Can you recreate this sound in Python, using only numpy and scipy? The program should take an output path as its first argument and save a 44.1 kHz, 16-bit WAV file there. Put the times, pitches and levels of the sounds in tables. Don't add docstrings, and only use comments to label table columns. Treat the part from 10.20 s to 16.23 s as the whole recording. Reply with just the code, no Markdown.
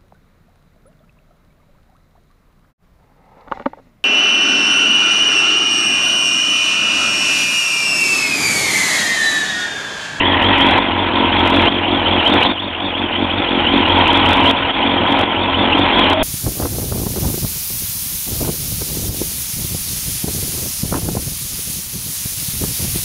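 import sys
import numpy as np
from scipy import signal
from scipy.fft import rfft, irfft, next_fast_len
from scipy.io import wavfile
from scipy.ndimage import uniform_filter1d

SR = 44100
rng = np.random.default_rng(int(sys.argv[2]) if len(sys.argv) > 2 else 0)


def store_wav(level_fs):
    pcm = np.round(np.clip(np.atleast_2d(level_fs), -1, 1) * 32767)
    wavfile.write(sys.argv[1], SR, pcm.T.astype(np.int16))


N = 265923
T = np.arange(N) / SR

# (time of low point [s], crank speed [Hz], exhaust swell [dB],
# time of top [s], crank speed [Hz], exhaust swell [dB])
SURGES = [(0.002, 40.08, -2.5, 0.084, 46.27, 1), (0.204, 40.1, -3, 0.292, 46.7, 1.0),
          (0.37, 41.29, -4.5, 0.464, 46.53, 1.5), (0.556, 44.08, -1.5, 0.625, 47.7, 3.5),
          (0.723, 42.27, 0.5, 0.804, 48.07, 1.5), (0.897, 40.9, -1.5, 0.988, 46.49, 4.0),
          (1.097, 41.2, -1.5, 1.178, 46.66, 2.5), (1.283, 42.2, -1, 1.362, 47.7, 2.5),
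          (1.462, 42.15, 0, 1.528, 46.46, 2.5), (1.64, 40.68, -2, 1.734, 46.96, 4.5),
          (1.839, 40.51, -6, 1.933, 46.36, 5), (2.027, 39.81, -6.5, 2.138, 49.1, 7),
          (2.222, 41.5, -10.5, 2.3, 50, 5.5), (2.375, 43.95, -5, 2.452, 49.54, 5.5),
          (2.546, 40.88, -7.5, 2.656, 49, 7.5), (2.733, 42.4, -5.5, 2.804, 47.06, 4.5),
          (2.908, 39.9, -2.5, 3.024, 47.73, 6.5), (3.092, 42.55, -4.5, 3.184, 49.07, 5.5),
          (3.265, 44.05, -3.5, 3.336, 46.19, 4.5), (3.451, 40.5, -1, 3.557, 47.56, 6.5),
          (3.646, 40.24, -3, 3.755, 45.66, 1), (3.871, 41.19, -5, 3.966, 47.17, 0.5),
          (4.052, 41.94, -3.5, 4.14, 48.02, -1), (4.246, 40.87, -3, 4.316, 46.73, -5),
          (4.339, 41.14, 3, 4.373, 46.12, -4), (4.446, 40.25, -6.5, 4.565, 46.9, -4.0),
          (4.619, 43.17, -0.5, 4.691, 46.74, 1.5), (4.821, 42.58, -0.0, 4.93, 46.29, 0.5),
          (4.986, 42.48, -2, 5.044, 46.66, 3.5), (5.156, 41.96, -3, 5.25, 48.42, 2.5),
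          (5.334, 41.67, -7, 5.404, 48.68, 6), (5.522, 40.01, -1.5, 5.602, 48.86, 4.5),
          (5.701, 42.68, -7.5, 5.772, 46.45, 3.5), (5.875, 41.77, -3.5, 5.989, 47.5, 4)]
# (time [s], depth [dB], recovery [dB/s])
DROPS = [(0, 4, 10), (0.591, 6, 8.5), (1.488, 5.5, 8), (2.271, 5.5, 9), (2.325, 11.5, 8), (4.314, 5.5, 4.5),
         (4.516, 14.5, 224), (5.038, 7, 9.5), (5.936, 6.5, 10)]
# (time [s], case body [dB], case ring [dB],
# gear whine [dB], low hum [dB], upper hum [dB], valve clatter [dB]); body, ring and valves are relative
ALONG_BIKE = [(0, 4.5, 2.5, -14.5, -24, -19, -1.5), (.4, 2.5, 3.5, -17.5, -19.5, -18, 2.5),
              (.8, 2.5, 4, -21, -23.5, -24, 1), (1.35, 2, 1, -18.5, -21.5, -19.5, 1),
              (2.18, 3, -5.5, -16.5, -25, -30, 0.3), (2.5, 3, -12, -15, -34, -33.5, 0.7),
              (3.3, 2, -12.5, -19, -31.5, -32, 0), (3.62, 1.5, -5.5, -17, -19.5, -22.5, 1.5),
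              (3.68, 2.5, 4.5, -18, -23.5, -21.5, 1.2), (4.14, 4, 2.5, -17.5, -20, -21.5, 2),
              (4.28, 3, 7.5, -16, -20, -16.5, .8), (4.45, 4, -1, -16, -22, -19.5, 2.5),
              (5.2, 5, -2.5, -18, -25.5, -19, 1), (6.03, 3.5, -1.5, -18, -26, -21.5, 1.3)]
# (time [s], length [s], frequency [Hz], level [dB])
HOOT = [(5.865, 0.084, 850, -22), (5.85, 0.48, 635, -18)]
# (start [s], end [s])
CRACKLE_STRETCHES = [(.22, .3), (.38, .51), (1.19, 1.46), (2.05, 2.27), (3.55, 3.61), (3.87, 4.31),
                     (4.82, 4.93), (5.57, 5.64), (5.73, 5.93)]
# (time [s], level [dB])
HARD_CRACKLES = [(.225, -31), (.384, -28), (.409, -26), (.468, -27), (.511, -26.5), (.581, -30), (1.2, -36),
                 (1.276, -24), (1.304, -27), (1.364, -28), (1.457, -33.5), (2.054, -32), (2.078, -27.5),
                 (2.1, -31), (2.141, -24), (2.234, -25.5), (3.686, -35), (3.787, -33), (3.879, -25),
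                 (3.932, -25), (3.975, -25.5), (4.062, -27), (4.092, -23), (4.109, -26), (4.133, -19.5),
                 (4.261, -27), (4.296, -27), (4.312, -21.5), (4.924, -29), (4.993, -26), (5.014, -26.5),
                 (5.593, -30), (5.795, -25), (5.901, -20.5), (5.933, -24)]
# (frequency [Hz], gain [dB])
CRACKLE_COLOUR = [(3500, 22), (4800, 18), (7000, 12), (10000, 9), (15000, -0.5)]
# (frequency [Hz], relative gain [dB])
FIZZ = [(3000, -39), (3750, -0.5), (4100, 1), (5000, -42.5)]
# (multiple of its fundamental [1], relative level [dB])
HUM_LINES = [(1, -17.5), (2, -1)]
# (time [s], extra level [dB])
CHIRPS = [(.41, 5), (.8, 5), (2.065, 5.5), (2.95, 5.5), (3.47, 5.5), (4.38, 1.5), (4.49, 5), (5.54, 3.5)]
# (frequency [Hz], relative gain [dB])
CASE_BODY = [(28, -45), (60, -10.5), (110, -3.5), (150, -9.5), (300, -2), (400, -5.5), (500, -1),
             (650, -1.5), (790, 1.5), (1040, -1.5), (1190, -8), (1600, -19.5), (3000, -38)]
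# (frequency [Hz], relative gain [dB])
CASE_RING = [(600, -39), (850, -10), (925, -.5), (975, -2), (1045, -6.5), (1250, -37)]
# (frequency [Hz], relative gain [dB])
CLATTER = [(200, -9.5), (900, -22), (1300, -2), (1700, -4.5), (2000, -3), (2150, -1), (2400, 0),
           (2700, -0.5), (3300, -2.5), (3650, -8), (3900, -13.5), (4400, -36)]
# (frequency [Hz], relative gain [dB])
RASP = [(1400, -27.5), (1750, -4), (2000, 0.5), (2300, -12), (2700, -45)]
# (multiple of crank speed [1], relative level [dB])
DRONE = [(1, -17.5), (2, -11), (3, -31)]
# (place [crank turns], relative level [dB])
FIRINGS = [(0, -0.5), (0.5, -12.5), (0.998, 0), (1.503, -18.5)]
# (frequency [Hz], relative gain [dB])
PIPE = [(30, -29.5), (100, -14), (150, -27.5), (190, -8.5), (232, 2), (258, -3), (280, 1), (300, 0.5),
        (360, 0.5), (405, -15), (560, -17.5), (800, -29), (1500, -47)]

START_TURN = 0.667
STALL_HZ, STUMBLE_SHARE, STUMBLE_S, STUMBLE_LAG_S = 37.5, 0.55, 0.016, 0.004
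FLARE_DB, FLARE_S = 2, 0.068
LIGHT_CRACKLE_DB, LIGHT_CRACKLES_PER_S = -36, 45
HUM_HZ, HUM_DRIFT = 45.76, 0.011
UPPER_HUM_MULTIPLE, UPPER_HUM_DB = 6, -2
LOW_HUM_SHARE, UPPER_HUM_SHARE, CASE_SHARE, DRONE_SHARE = 0.45, 0.083, 0.17, 0.29
GEAR_TEETH, CHIRP_S = 72, 0.012
LOW_SPEED_HZ = 36
WHINE_DB_PER_HZ = -0.1869
WHINE_DB_PER_HZ_PER_S = 0.0151
CLATTER_DB_PER_HZ_PER_S = -0.0081
CLUMP_DB = 1.02
CLATTER_DB, RING_DB, FIZZ_DB = -19.5, -24, -26
RASP_DB, RASP_FADE_DB_PER_S = -17.5, 21
DRONE_DB, EXHAUST_DB = -18, -19
PUFF_DB = -8.5
EXHAUST_LAG_S = 0.0042
LOW_CUT_HZ, CHANNEL_RATE, CHANNEL_HZ, EDGE_HZ = 20, 8000, 4300, 15900


def amp(db):
    return 10 ** (np.asarray(db) / 20)


def unit(x):
    return x / np.sqrt(np.mean(x ** 2) + 1e-20)


def curve(rows, axis=1):
    rows = np.array(rows, float)
    return np.interp(T, rows[:, 0], rows[:, axis])


def wander(hz):
    size = next_fast_len(N)
    f = np.fft.rfftfreq(size, 1 / SR)
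    spectrum = rfft(rng.standard_normal(size)) * np.exp(-(f / hz) ** 2)
    return unit(irfft(spectrum, size)[:N])


def colour(x, points, size=8192):
    hz, db = np.transpose(points)
    f = abs(np.fft.fftfreq(size, 1 / SR))
    log_gain = np.log(amp(np.interp(np.log(f + 1), np.log(hz), db)))
    response = np.exp(np.conj(signal.hilbert(log_gain)))
    ring = np.fft.ifft(response).real[:size // 2]
    return signal.oaconvolve(x, ring)[:N]


def strikes(cycles, scatter_db):
    at = np.flatnonzero(np.diff(np.floor(cycles)) > 0)
    out = np.zeros(N)
    out[at] = amp(scatter_db * rng.standard_normal(len(at)))
    return out


def hunting():
    s, hz, db = np.reshape(SURGES, (-1, 3)).T
    index = np.arange(len(s))
    leg = np.interp(T, np.sort(s), index)
    eased = np.floor(leg) + np.sin(np.pi / 2 * (leg % 1)) ** 2
    speed = np.interp(eased, index, hz)
    swell_db = np.interp(eased, index, db)
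    return speed, np.interp(T - EXHAUST_LAG_S, T, swell_db)


def stumbles():
    out = np.zeros(N)
    for s, low_hz, *_ in SURGES:
        u = ((T - s - STUMBLE_LAG_S) / STUMBLE_S) ** 2
        near = u < 30
        depth_hz = STUMBLE_SHARE * (low_hz - STALL_HZ)
        out[near] -= depth_hz * (1 - u[near]) * np.exp(-u[near] / 2)
    return out


def pull(speed):
    return np.clip(np.gradient(speed) * SR, -150, 150)


def drops():
    level_db, flare_db = np.zeros(N), np.zeros(N)
    for s, depth_db, recovery in DROPS:
        level_db = np.minimum(level_db, (T >= s) * (recovery * (T - s) - depth_db))
        flare_db += FLARE_DB * (T < s) * np.exp(-abs(T - s) / FLARE_S)
    return uniform_filter1d(level_db, size=130), uniform_filter1d(flare_db, size=130)


def yard(x):
    t = T[:SR // 4]
    tail = rng.standard_normal(len(t)) * amp(-60 * t / 0.2)
    return x + amp(-10.5) * signal.oaconvolve(x, tail / np.linalg.norm(tail))[:N]


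def crackle(x):
    crackling = sum((T > start) & (T < end) for start, end in CRACKLE_STRETCHES)
    at_random = rng.random(N) < LIGHT_CRACKLES_PER_S / SR
    clicks = crackling * at_random * amp(LIGHT_CRACKLE_DB + rng.uniform(-9, 6, N))
    for s, db in HARD_CRACKLES:
        clicks[round(s * SR)] = amp(db)
    return colour(-np.sign(x) * clicks, CRACKLE_COLOUR)


def hoot():
    out = np.zeros(N)
    for s, length, hz, db in HOOT:
        swell = np.sqrt(abs(np.sin(np.pi * np.clip((T - s) / length, 0, 1))))
        tone = np.sin(2 * np.pi * (hz * T + 0.1 * wander(40)))
        out += amp(db) * swell * np.sqrt(2) * tone
    return out


def hum(swell_db):
    phase = 2 * np.pi * np.cumsum(HUM_HZ * (1 + HUM_DRIFT * wander(3.92))) / SR
    low = sum(amp(db) * np.sin(k * (phase + 0.3 * wander(13))) for k, db in HUM_LINES)
    upper = np.sin(UPPER_HUM_MULTIPLE * phase + 0.8 * wander(13))
    low_db = curve(ALONG_BIKE, axis=4) + LOW_HUM_SHARE * swell_db
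    upper_db = UPPER_HUM_DB + curve(ALONG_BIKE, axis=5) + UPPER_HUM_SHARE * swell_db
    return amp(low_db) * low + amp(upper_db) * upper


def whine(turns, speed):
    jolts = 0.07 * np.sin(4 * np.pi * turns) + 0.1 * np.sin(2 * np.pi * turns)
    mesh = GEAR_TEETH * turns + 0.19 * wander(210) + 0.25 * wander(40) + jolts
    force = amp(7.4 * np.tanh(0.85 * wander(83) + 0.2 * wander(29)))
    force = force * (1 + 0.21 * np.cos(2 * np.pi * turns))
    level_db = curve(ALONG_BIKE, axis=3) + WHINE_DB_PER_HZ * (speed - LOW_SPEED_HZ)
    level_db += WHINE_DB_PER_HZ_PER_S * pull(speed)
    level_db += sum(db * np.exp(-((T - s) / CHIRP_S) ** 2) for s, db in CHIRPS)
    return amp(level_db) * unit(force * np.cos(2 * np.pi * mesh))


def rattle(turns, points, grain_db, throb):
    valves = strikes(4 * turns + 0.06 * wander(90), scatter_db=2.5)
    loose = (rng.random(N) < 1300 / SR) * rng.uniform(-1.05, 1, N)
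    rush = rng.standard_normal(N) * (1 + 0.17 * np.cos(4 * np.pi * turns))
    grain = unit(unit(valves) + unit(loose))
    cycle = 1 + throb * np.cos(2 * np.pi * (turns - 0.25)) + 0.061 * np.cos(np.pi * turns)
    clumps = amp(1.7 * wander(220))
    return unit(colour(cycle * clumps * (unit(rush) + amp(grain_db) * grain), points))


def fizz(turns, level_db, flare_db):
    return amp(FIZZ_DB + level_db + flare_db) * rattle(turns, FIZZ, grain_db=3.0, throb=0.64)


def rasp(turns):
    return amp(RASP_DB - RASP_FADE_DB_PER_S * T) * rattle(turns, RASP, grain_db=-1.0, throb=0.23)


def case_ring(turns):
    level_db = RING_DB + curve(ALONG_BIKE, axis=2)
    return amp(level_db) * rattle(turns, CASE_RING, grain_db=-5.0, throb=0.085)


def case_body(turns, swell_db):
    level_db = CLATTER_DB + curve(ALONG_BIKE) + CASE_SHARE * swell_db
    return amp(level_db) * rattle(turns, CASE_BODY, grain_db=-3.5, throb=0.12)


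def clatter(turns, speed):
    level_db = CLATTER_DB + curve(ALONG_BIKE, axis=6) + CLATTER_DB_PER_HZ_PER_S * pull(speed)
    level_db = level_db + CLUMP_DB * wander(41)
    return amp(level_db) * rattle(turns, CLATTER, grain_db=-3.5, throb=0.17)


def drone(turns, swell_db):
    uneven = 1 + 0.24 * wander(30)
    lines = sum(amp(db) * np.cos(2 * np.pi * k * (turns - 0.1)) for k, db in DRONE)
    return amp(DRONE_DB + DRONE_SHARE * swell_db) * np.sqrt(2) * uneven * lines


def exhaust(turns, swell_db):
    blows = sum(amp(db) * strikes((turns - place) / 2, scatter_db=1.0) for place, db in FIRINGS)
    puff_envelope = signal.lfilter([1], [1, -np.exp(-1 / (0.004 * SR))], blows)
    puffs = puff_envelope * rng.standard_normal(N)
    beat = unit(colour(blows, PIPE)) + amp(PUFF_DB) * unit(colour(puffs, PIPE))
    return amp(EXHAUST_DB + swell_db) * unit(beat)


def scene():
    speed, swell_db = hunting()
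    speed = speed + stumbles()
    level_db, flare_db = drops()
    turns = START_TURN + np.cumsum(speed) / SR
    knocks = case_body(turns, swell_db) + case_ring(turns) + clatter(turns, speed) + rasp(turns)
    machinery = yard(amp(flare_db) * knocks + whine(turns, speed))
    bright = amp(flare_db) * fizz(turns, level_db, flare_db)
    engine = hum(swell_db) + bright + machinery + drone(turns, swell_db) + exhaust(turns, swell_db)
    return (amp(level_db) * engine + hoot())[None]


def record(dry):
    high_pass = signal.butter(2, LOW_CUT_HZ, "high", fs=SR, output="sos")
    thinned = signal.sosfiltfilt(high_pass, dry[0])
    samples = np.clip(signal.resample_poly(thinned, CHANNEL_RATE, SR), -0.6, 0.6)
    raised = np.clip(signal.resample_poly(samples, SR, CHANNEL_RATE)[:N], -0.69, 0.69)
    channel_filter = signal.firwin(101, CHANNEL_HZ, window=("kaiser", 8), fs=SR)
    smooth = signal.oaconvolve(raised, channel_filter, "same")
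    edge_filter = signal.firwin(511, EDGE_HZ, window=("kaiser", 9), fs=SR)
    return signal.oaconvolve(smooth + crackle(smooth), edge_filter, "same")[None]


dry = scene()
out = record(dry)
store_wav(out)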